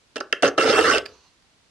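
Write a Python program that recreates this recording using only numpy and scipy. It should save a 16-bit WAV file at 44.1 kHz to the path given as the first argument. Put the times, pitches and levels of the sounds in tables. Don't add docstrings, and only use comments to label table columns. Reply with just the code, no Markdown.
import sys
import numpy as np
from scipy import signal
from scipy.fft import rfft, irfft, next_fast_len
from scipy.io import wavfile
from scipy.ndimage import uniform_filter1d, map_coordinates

SR = 44100
rng = np.random.default_rng(int(sys.argv[2]) if len(sys.argv) > 2 else 0)


def inscribe(sig):
    pcm = np.round(np.clip(np.atleast_2d(sig).T, -1, 1) * 32767)
    wavfile.write(sys.argv[1], SR, pcm.astype(np.int16))


N = 74970

# frequency in Hz, relative density in dB per Hz.
AIR_SPECTRUM = [(15, -13.5), (45, -3), (150, -9.5), (450, -13), (1500, -16), (4500, -16.5), (7000, -22),
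                (10000, -28.5), (13000, -45.5), (14500, -69.5)]
# frequency in Hz, likeness (1 = same).
AIR_LIKENESS = [(60, 0.33), (240, 0.8), (950, 0.21), (3770, 0.069), (15000, 0.03)]
# start in seconds, relative levels in dB of the blow on the boards,
# the blade's low ring, its high ring and the treble, then rise in seconds, time to fall 20 dB in seconds.
TAPS = [(0.157, 2, -4.5, -10, -11.5, 0.0013, 0.0044), (.1625, -6.5, 1, -15, -13.5, 0.00062, 0.0042),
        (0.1662, -10, -15.5, -5, -9.5, 0.00036, 0.006), (0.179, 0.5, -22.5, -10.5, -17, 0.00044, 0.0059),
        (0.203, -3.5, -14, -9.5, -11.5, .0005, 0.006), (0.2071, -1, -0.5, -7, -11.5, 0.00029, 0.0016),
        (0.3251, 4.5, 11.5, 7.5, 0, .0014, 0.0033), (0.4235, 8, 0, -6, -2, .0006, .004),
        (0.429, 9, 9, -9.5, -15.5, .001, 0.0034)]
# resonance in Hz, width in Hz, relative level in dB,
# left minus right in dB, radians that the left leads.
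BOARD_MODES = [(163.4, 45, -19, -3, 0), (232, 40, -21.5, -0.5, 0), (269.9, 67, -10.5, -2.5, -0.27),
               (362.4, 39, -6, 1.5, -.3), (388.8, 46, -2, -2.5, -.35), (457.4, 51.7, -1, -4, -0.052),
               (529, 60, -6, -1.5, -0.26), (603, 101, -7, -3, 0), (812, 41, -16.5, 8.5, -0.18),
               (837, 29, -18, -5, 0.069)]
# resonance in Hz, width in Hz, level in dB, left minus right in dB, left lead in radians.
BLADE_LOW_MODES = [(1064, 120, -10, -0.5, -0.11), (1138, 130, -6.5, -5, -.3), (1329, 66, 1.5, -3, 0.75),
                   (1396, 110, -4.5, -8, -.6), (1535, 45, -3.5, -5, -1.4), (1517, 70, -9, 2.5, -.4),
                   (1708, 80, -4, -2, 0.91), (1846, 70, -10, 3, 0.66), (2118, 250, -10.5, -2.5, -1)]
# resonance in Hz, width in Hz, level in dB, left minus right in dB, left lead in radians.
BLADE_HIGH_MODES = [(2418, 160, -14.5, -0.5, -0.71), (2703, 63.4, 2, -1.5, -0.91),
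                    (2933, 190, -5.5, -5, -0.95), (3207, 50, -4, -0.5, 1)]
# resonance in Hz, width in Hz, level in dB, left minus right in dB, left lead in radians.
FILE_MODES = [(3600, 470, -1.5, -3, -0.22), (4473, 198, 3.5, -0.5, 2.15), (4860, 130, -1, -13, 0.5),
              (5325, 190, 1, -15.5, 0), (6127, 320, 3.5, -4, 2), (6820, 140, -5.5, 3, 0.2)]
# resonance in Hz, width in Hz, level in dB, left minus right in dB, left lead in radians.
HISS_MODES = [(7850, 580, 2.5, -9, 4), (8870, 780, -4.5, -12, -0.5), (11000, 710, -10, -10.5, 1.5),
              (12800, 1500, -18, -0.5, -1)]
# frequency in Hz, likeness (1 = same).
NEAR_LIKENESS = [(100, 1), (450, 0.98), (1200, 1), (2600, 1), (4500, .5), (6200, 0.55), (9500, 0.42),
                 (12500, 0.46)]
# frequency in Hz, time to fall 60 dB in seconds.
ROOM_DECAY = [(200, .4), (1200, 0.29), (5000, 0.15), (12000, 0.18)]
# time in seconds, level in dB.
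BENCH_LEVEL = [(0.4, -86), (0.432, -48), (0.484, -59), (0.518, -65.5), (0.678, -49), (0.696, -53.5),
               (0.858, -39), (1.008, -52.5), (1.034, -60), (1.2, -70)]
# resonance in Hz, width in Hz, level in dB, left minus right in dB, left lead in radians.
BENCH_MODES = [(60, 40, 0, -1, 0), (105, 50, -2, -6.5, 0)]
# time in seconds, levels in dB of the boards,
# the blade's low ring, its high ring, the file's ring and the top hiss.
PUSHES = [
    [(0.428, -17, -21, -20.5, -33.5, -36), (0.434, -4.5, -33.5, -16, -31.5, -42.5),
     (0.44, -20, -28, -32.5, -35, -47), (0.454, -16, -21, -26, -26.5, -42),
     (0.488, -25, -27, -42, -35, -49.5)],
    [(0.579, -18.5, -21.5, -30, -30.5, -47), (0.597, -19, -24, -28.5, -39, -44),
     (0.607, -23, -21, -29, -29.5, -42), (0.639, -23, -24.5, -32.5, -27, -42),
     (0.649, -17, -31.5, -33.5, -33.5, -45.5), (0.663, -20, -23.5, -32, -28.5, -44),
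     (0.707, -16, -22, -27, -23, -41), (0.721, -27, -25, -30.5, -26.5, -41),
     (0.733, -15, -26.5, -21, -27, -42.5), (0.741, -24.5, -22, -36, -32, -44),
     (0.781, -24.5, -19, -25, -30.5, -38), (0.791, -20, -27, -31, -31, -39),
     (0.801, -17.5, -23.5, -29.5, -30, -39), (0.835, -22.5, -30, -32, -32, -44),
     (0.845, -17.5, -20.5, -34, -29.5, -42.5), (0.911, -22.5, -18, -30, -26, -39.5),
     (0.949, -24, -24.5, -22.5, -31, -42.5), (0.959, -19.5, -22.5, -24, -28, -43),
     (0.985, -25.5, -33.5, -31.5, -33.5, -45.5)],
]
# start in seconds, relative levels in dB of the blow
SNAGS = [(.439, 14, -8.5, -18, -19.5), (0.4456, 4, 5.5, -11, -22), (.467, 0.5, 1.5, -12.5, -21.5),
         (.484, -1, -6.5, -34, -18.5), (.586, 10.5, 2, -11.5, -16.5), (.598, -3, -7, -13, -10.5),
         (.653, 3.5, 0, -25, -10.5), (.698, 8, -1, -6, -9), (.709, -7, -5, -1.5, -9.5),
         (.730, 6, 5.5, 1, -12), (.790, 0.5, 3.5, 3, -18), (0.8509, 3.5, 2, -11, -10),
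         (0.912, 1, 3, -5, -15), (0.935, -13, -16.5, 2, -19.5), (0.982, -4, 2, -10.5, -4.5)]
# start in seconds, level in dB, rise in seconds,
# time to fall 20 dB in seconds, tilt toward the treble in dB per octave.
TICKS = [(1.051, -7, 0.01, .007, 0), (1.084, -32, 0.0071, 0.0065, 6), (1.421, -40, 0.0033, 0.0079, 5)]
# resonance in Hz, width in Hz, level in dB, left minus right in dB, left lead in radians.
LOOSE_FILE_MODES = [(487, 300, -9.5, -10.5, 0.0026), (1765, 163, 2.5, -8, 0.0061),
                    (2670, 280, -3, -8, 0.0015), (3640, 395, -8, -5.5, 0.0021), (4650, 315, 0, -7, 0.003),
                    (5350, 300, -18.5, -12, 0.0019), (7000, 730, -27, -15, 0)]
# time in seconds, level in dB.
SLEEVE_LEVEL = [(1.061, -57), (1.11, -59), (1.279, -62.5), (1.34, -74)]
# resonance in Hz, width in Hz, level in dB, left minus right in dB, left lead in radians.
CLOTH_MODES = [(989, 160, -6, -4.5, 0.012), (2800, 330, -11, -3.5, 0.0073), (4300, 440, -8.5, -2, 0.0067),
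               (6200, 500, -14, -9.5, 0.0084)]
# frequency in Hz, left minus right in dB.
PORT_BALANCE = [(9500, 0), (11500, 9)]

AIR_DB, ROOM_DB = -61.5, -10.5
BLOW = 3.8
SNAG_RISE_S, SNAG_FALL_S = 0.00016, 0.001
WALL_DELAY_S, WALL_SPREAD_RAD = 0.0046, 0.22
SHIFT_S = 0.07
CATCHES_PER_S, CATCH_SCATTER_DB, SMOOTH_SHARE = 1200, 3.5, 0.59
BITE_S, LIFT_S = 0.005, 0.004
WANDER_PER_S, WANDER_DB = 50, 3.5
STEADY_SHARE, STEADY_S = 0.68, 0.016
THIN_HZ, DULL_HZ = 200, 7230
HISS_UNDER_DB = -17
LOW_CUT_HZ, ROLL_HZ, TOP_HZ = 23.8, 14100, 16600


def amp(db):
    return 10 ** (np.asarray(db) / 20)


def unit(x):
    return x / np.sqrt(np.mean(x ** 2) + 1e-20)


def along(points, hz):
    f, v = np.transpose(points)
    return np.interp(np.log(hz + 1), np.log(f + 1), v)


def level_between(points):
    s, db = np.transpose(points)
    return np.interp(np.arange(N) / SR, s, db, left=-120, right=-120)


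def wobble(rate):
    knots = rng.standard_normal(int(N * rate / SR) + 4)
    return map_coordinates(knots, [np.arange(N) * rate / SR])


def filtered(x, response):
    m = next_fast_len(N + SR // 2)
    spectrum = rfft(x, m) * response(np.fft.rfftfreq(m, 1 / SR))
    return irfft(spectrum, m)[..., :N]


def paired(two, likeness):
    def mid_side(hz):
        turn = np.arccos(np.clip(along(likeness, hz), -1, 1)) / 2
        return np.array([np.cos(turn), np.sin(turn)])

    mid, side = filtered(two, mid_side)
    return np.array([mid + side, mid - side])


def resonance(hz, center, width):
    return 1j * hz * width / (center * center - hz * hz + 1j * hz * width)


def ring(force, modes, wander_db):
    grid = np.linspace(0, SR / 2, 4000)
    power = sum(amp(db) ** 2 * abs(resonance(grid, c, w)) ** 2 for c, w, db, *_ in modes)
    norm = np.sqrt(np.mean(power))
    out = 0
    for k, (center, width, db, pan, lead) in enumerate(modes):
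        ports = amp([[db + pan / 2], [db - pan / 2]]) * np.exp([[.5j * lead], [-.5j * lead]])
        drive = force * amp(wander_db * wobble(WANDER_PER_S))
        out = out + (-1) ** k * filtered(drive, lambda hz: ports * resonance(hz, center, width) / norm)
    return out


def air():
    noise = paired(rng.standard_normal((2, N)), AIR_LIKENESS)
    hush = filtered(noise, lambda hz: amp(along(AIR_SPECTRUM, hz)))
    return amp(AIR_DB) * unit(hush) * amp([[-.7], [.7]])


def contact(rise, fall):
    t = np.arange(SR // 20) / SR
    envelope = np.where(t < rise, (t / rise) ** 2, amp(-20 * (t - rise) / fall))
    scratch = rng.standard_normal((2, len(t))) * envelope
    scratch[0, round(rise * SR)] = BLOW
    return scratch / np.linalg.norm(scratch[0])


def taps():
    forces = np.zeros((4, 2, N + SR))
    snags = [(*row, SNAG_RISE_S, SNAG_FALL_S) for row in SNAGS]
    for s, *levels, rise, fall in list(TAPS) + snags:
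        hit = contact(rise, fall)
        start = round(s * SR)
        forces[:, :, start:start + hit.shape[1]] += amp(levels)[:, None, None] * hit
    return [paired(force[:, :N], NEAR_LIKENESS) for force in forces]


def room(x):
    out, step = np.zeros((2, N + SR)), round(SHIFT_S * SR)
    c, s = np.cos(WALL_SPREAD_RAD), np.sin(WALL_SPREAD_RAD)
    spread = np.array([[c, s], [c, -s]])
    for start in range(0, N, step):
        hz, t, z = signal.stft(rng.standard_normal((2, SR // 2)), SR, nperseg=256)
        decay = amp(-60 * t / along(ROOM_DECAY, hz)[:, None])
        tail = spread @ signal.istft(z * decay, SR, nperseg=256)[1]
        tail = tail / np.linalg.norm(tail[0])
        piece = x.mean(0)[start:start + 2 * step]
        piece = piece * np.hanning(2 * step)[:len(piece)]
        answer = signal.fftconvolve(piece[None], tail, axes=1)
        out[:, start + round(WALL_DELAY_S * SR):][:, :answer.shape[1]] += answer
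    return out[:, :N]


def bench():
    noise = paired(rng.standard_normal((2, N)), NEAR_LIKENESS)
    return ring(amp(level_between(BENCH_LEVEL)) * noise, BENCH_MODES, wander_db=2)


def rasp():
    caught = rng.random(N) < CATCHES_PER_S / SR
    sizes = amp(CATCH_SCATTER_DB * rng.standard_normal(N))
    catches = unit(caught * sizes * rng.standard_normal((2, N)))
    smooth = rng.standard_normal((2, N))
    two = np.sqrt(1 - SMOOTH_SHARE) * catches + np.sqrt(SMOOTH_SHARE) * smooth
    return paired(two, NEAR_LIKENESS)


def pushes():
    t, gains = np.arange(N) / SR, 0
    for rows in PUSHES:
        s, *levels = np.transpose(rows)
        bite = np.clip(1 + (t - s[0]) / BITE_S, 0, 1)
        lift = np.exp(-np.clip(t - s[-1], 0, None) / LIFT_S)
        gains = gains + bite * lift * amp([np.interp(t, s, db) for db in levels])
    return gains


def radiation(hz):
    x = hz / DULL_HZ
    return 1j * hz / (THIN_HZ + 1j * hz) / (1 - x ** 2 + np.sqrt(2) * 1j * x) ** 2


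def saw():
    force, hits, out = rasp(), taps(), 0
    *gains, top_gain = pushes()
    bodies = [BOARD_MODES, BLADE_LOW_MODES, BLADE_HIGH_MODES, FILE_MODES]
    for gain, hit, modes in zip(gains, hits, bodies):
        swell = uniform_filter1d((ring(force, modes, 0) ** 2).mean(0), round(STEADY_S * SR))
        steadied = gain * force / np.abs(swell) ** (STEADY_SHARE / 2)
        out = out + ring(steadied, modes, WANDER_DB) + ring(hit, modes, 0)
    hiss = top_gain * force + amp(HISS_UNDER_DB) * hits[-1]
    return filtered(out, radiation) + ring(hiss, HISS_MODES, 0)


def ticks():
    out = 0
    for s, db, rise, fall, tilt_db in TICKS:
        blow = amp(db) * contact(rise, fall)
        force = np.pad(blow, ((0, 0), (round(s * SR), N)))[:, :N]
        tilted = [(c, w, level + tilt_db * np.log2(c / 4500), *rest) for c, w, level, *rest in LOOSE_FILE_MODES]
        out = out + ring(paired(force, NEAR_LIKENESS), tilted, 0)
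    return out


def sleeve():
    level = level_between(SLEEVE_LEVEL) + 2 * wobble(20)
    noise = paired(rng.standard_normal((2, N)), NEAR_LIKENESS)
    return ring(amp(level) * noise, CLOTH_MODES, wander_db=1.5)


def scene():
    near = saw() + ticks()
    return near + amp(ROOM_DB) * room(near) + bench() + sleeve() + air()


def record(dry):
    def response(hz):
        bass = (1j * hz / (LOW_CUT_HZ + 1j * hz)) ** 2
        ports = amp(np.outer([.5, -.5], along(PORT_BALANCE, hz)))
        treble = (hz < TOP_HZ) / (1 + (hz / ROLL_HZ) ** 24)
        return bass * ports * treble

    return filtered(dry, response)


dry = scene()
out = record(dry)
inscribe(out)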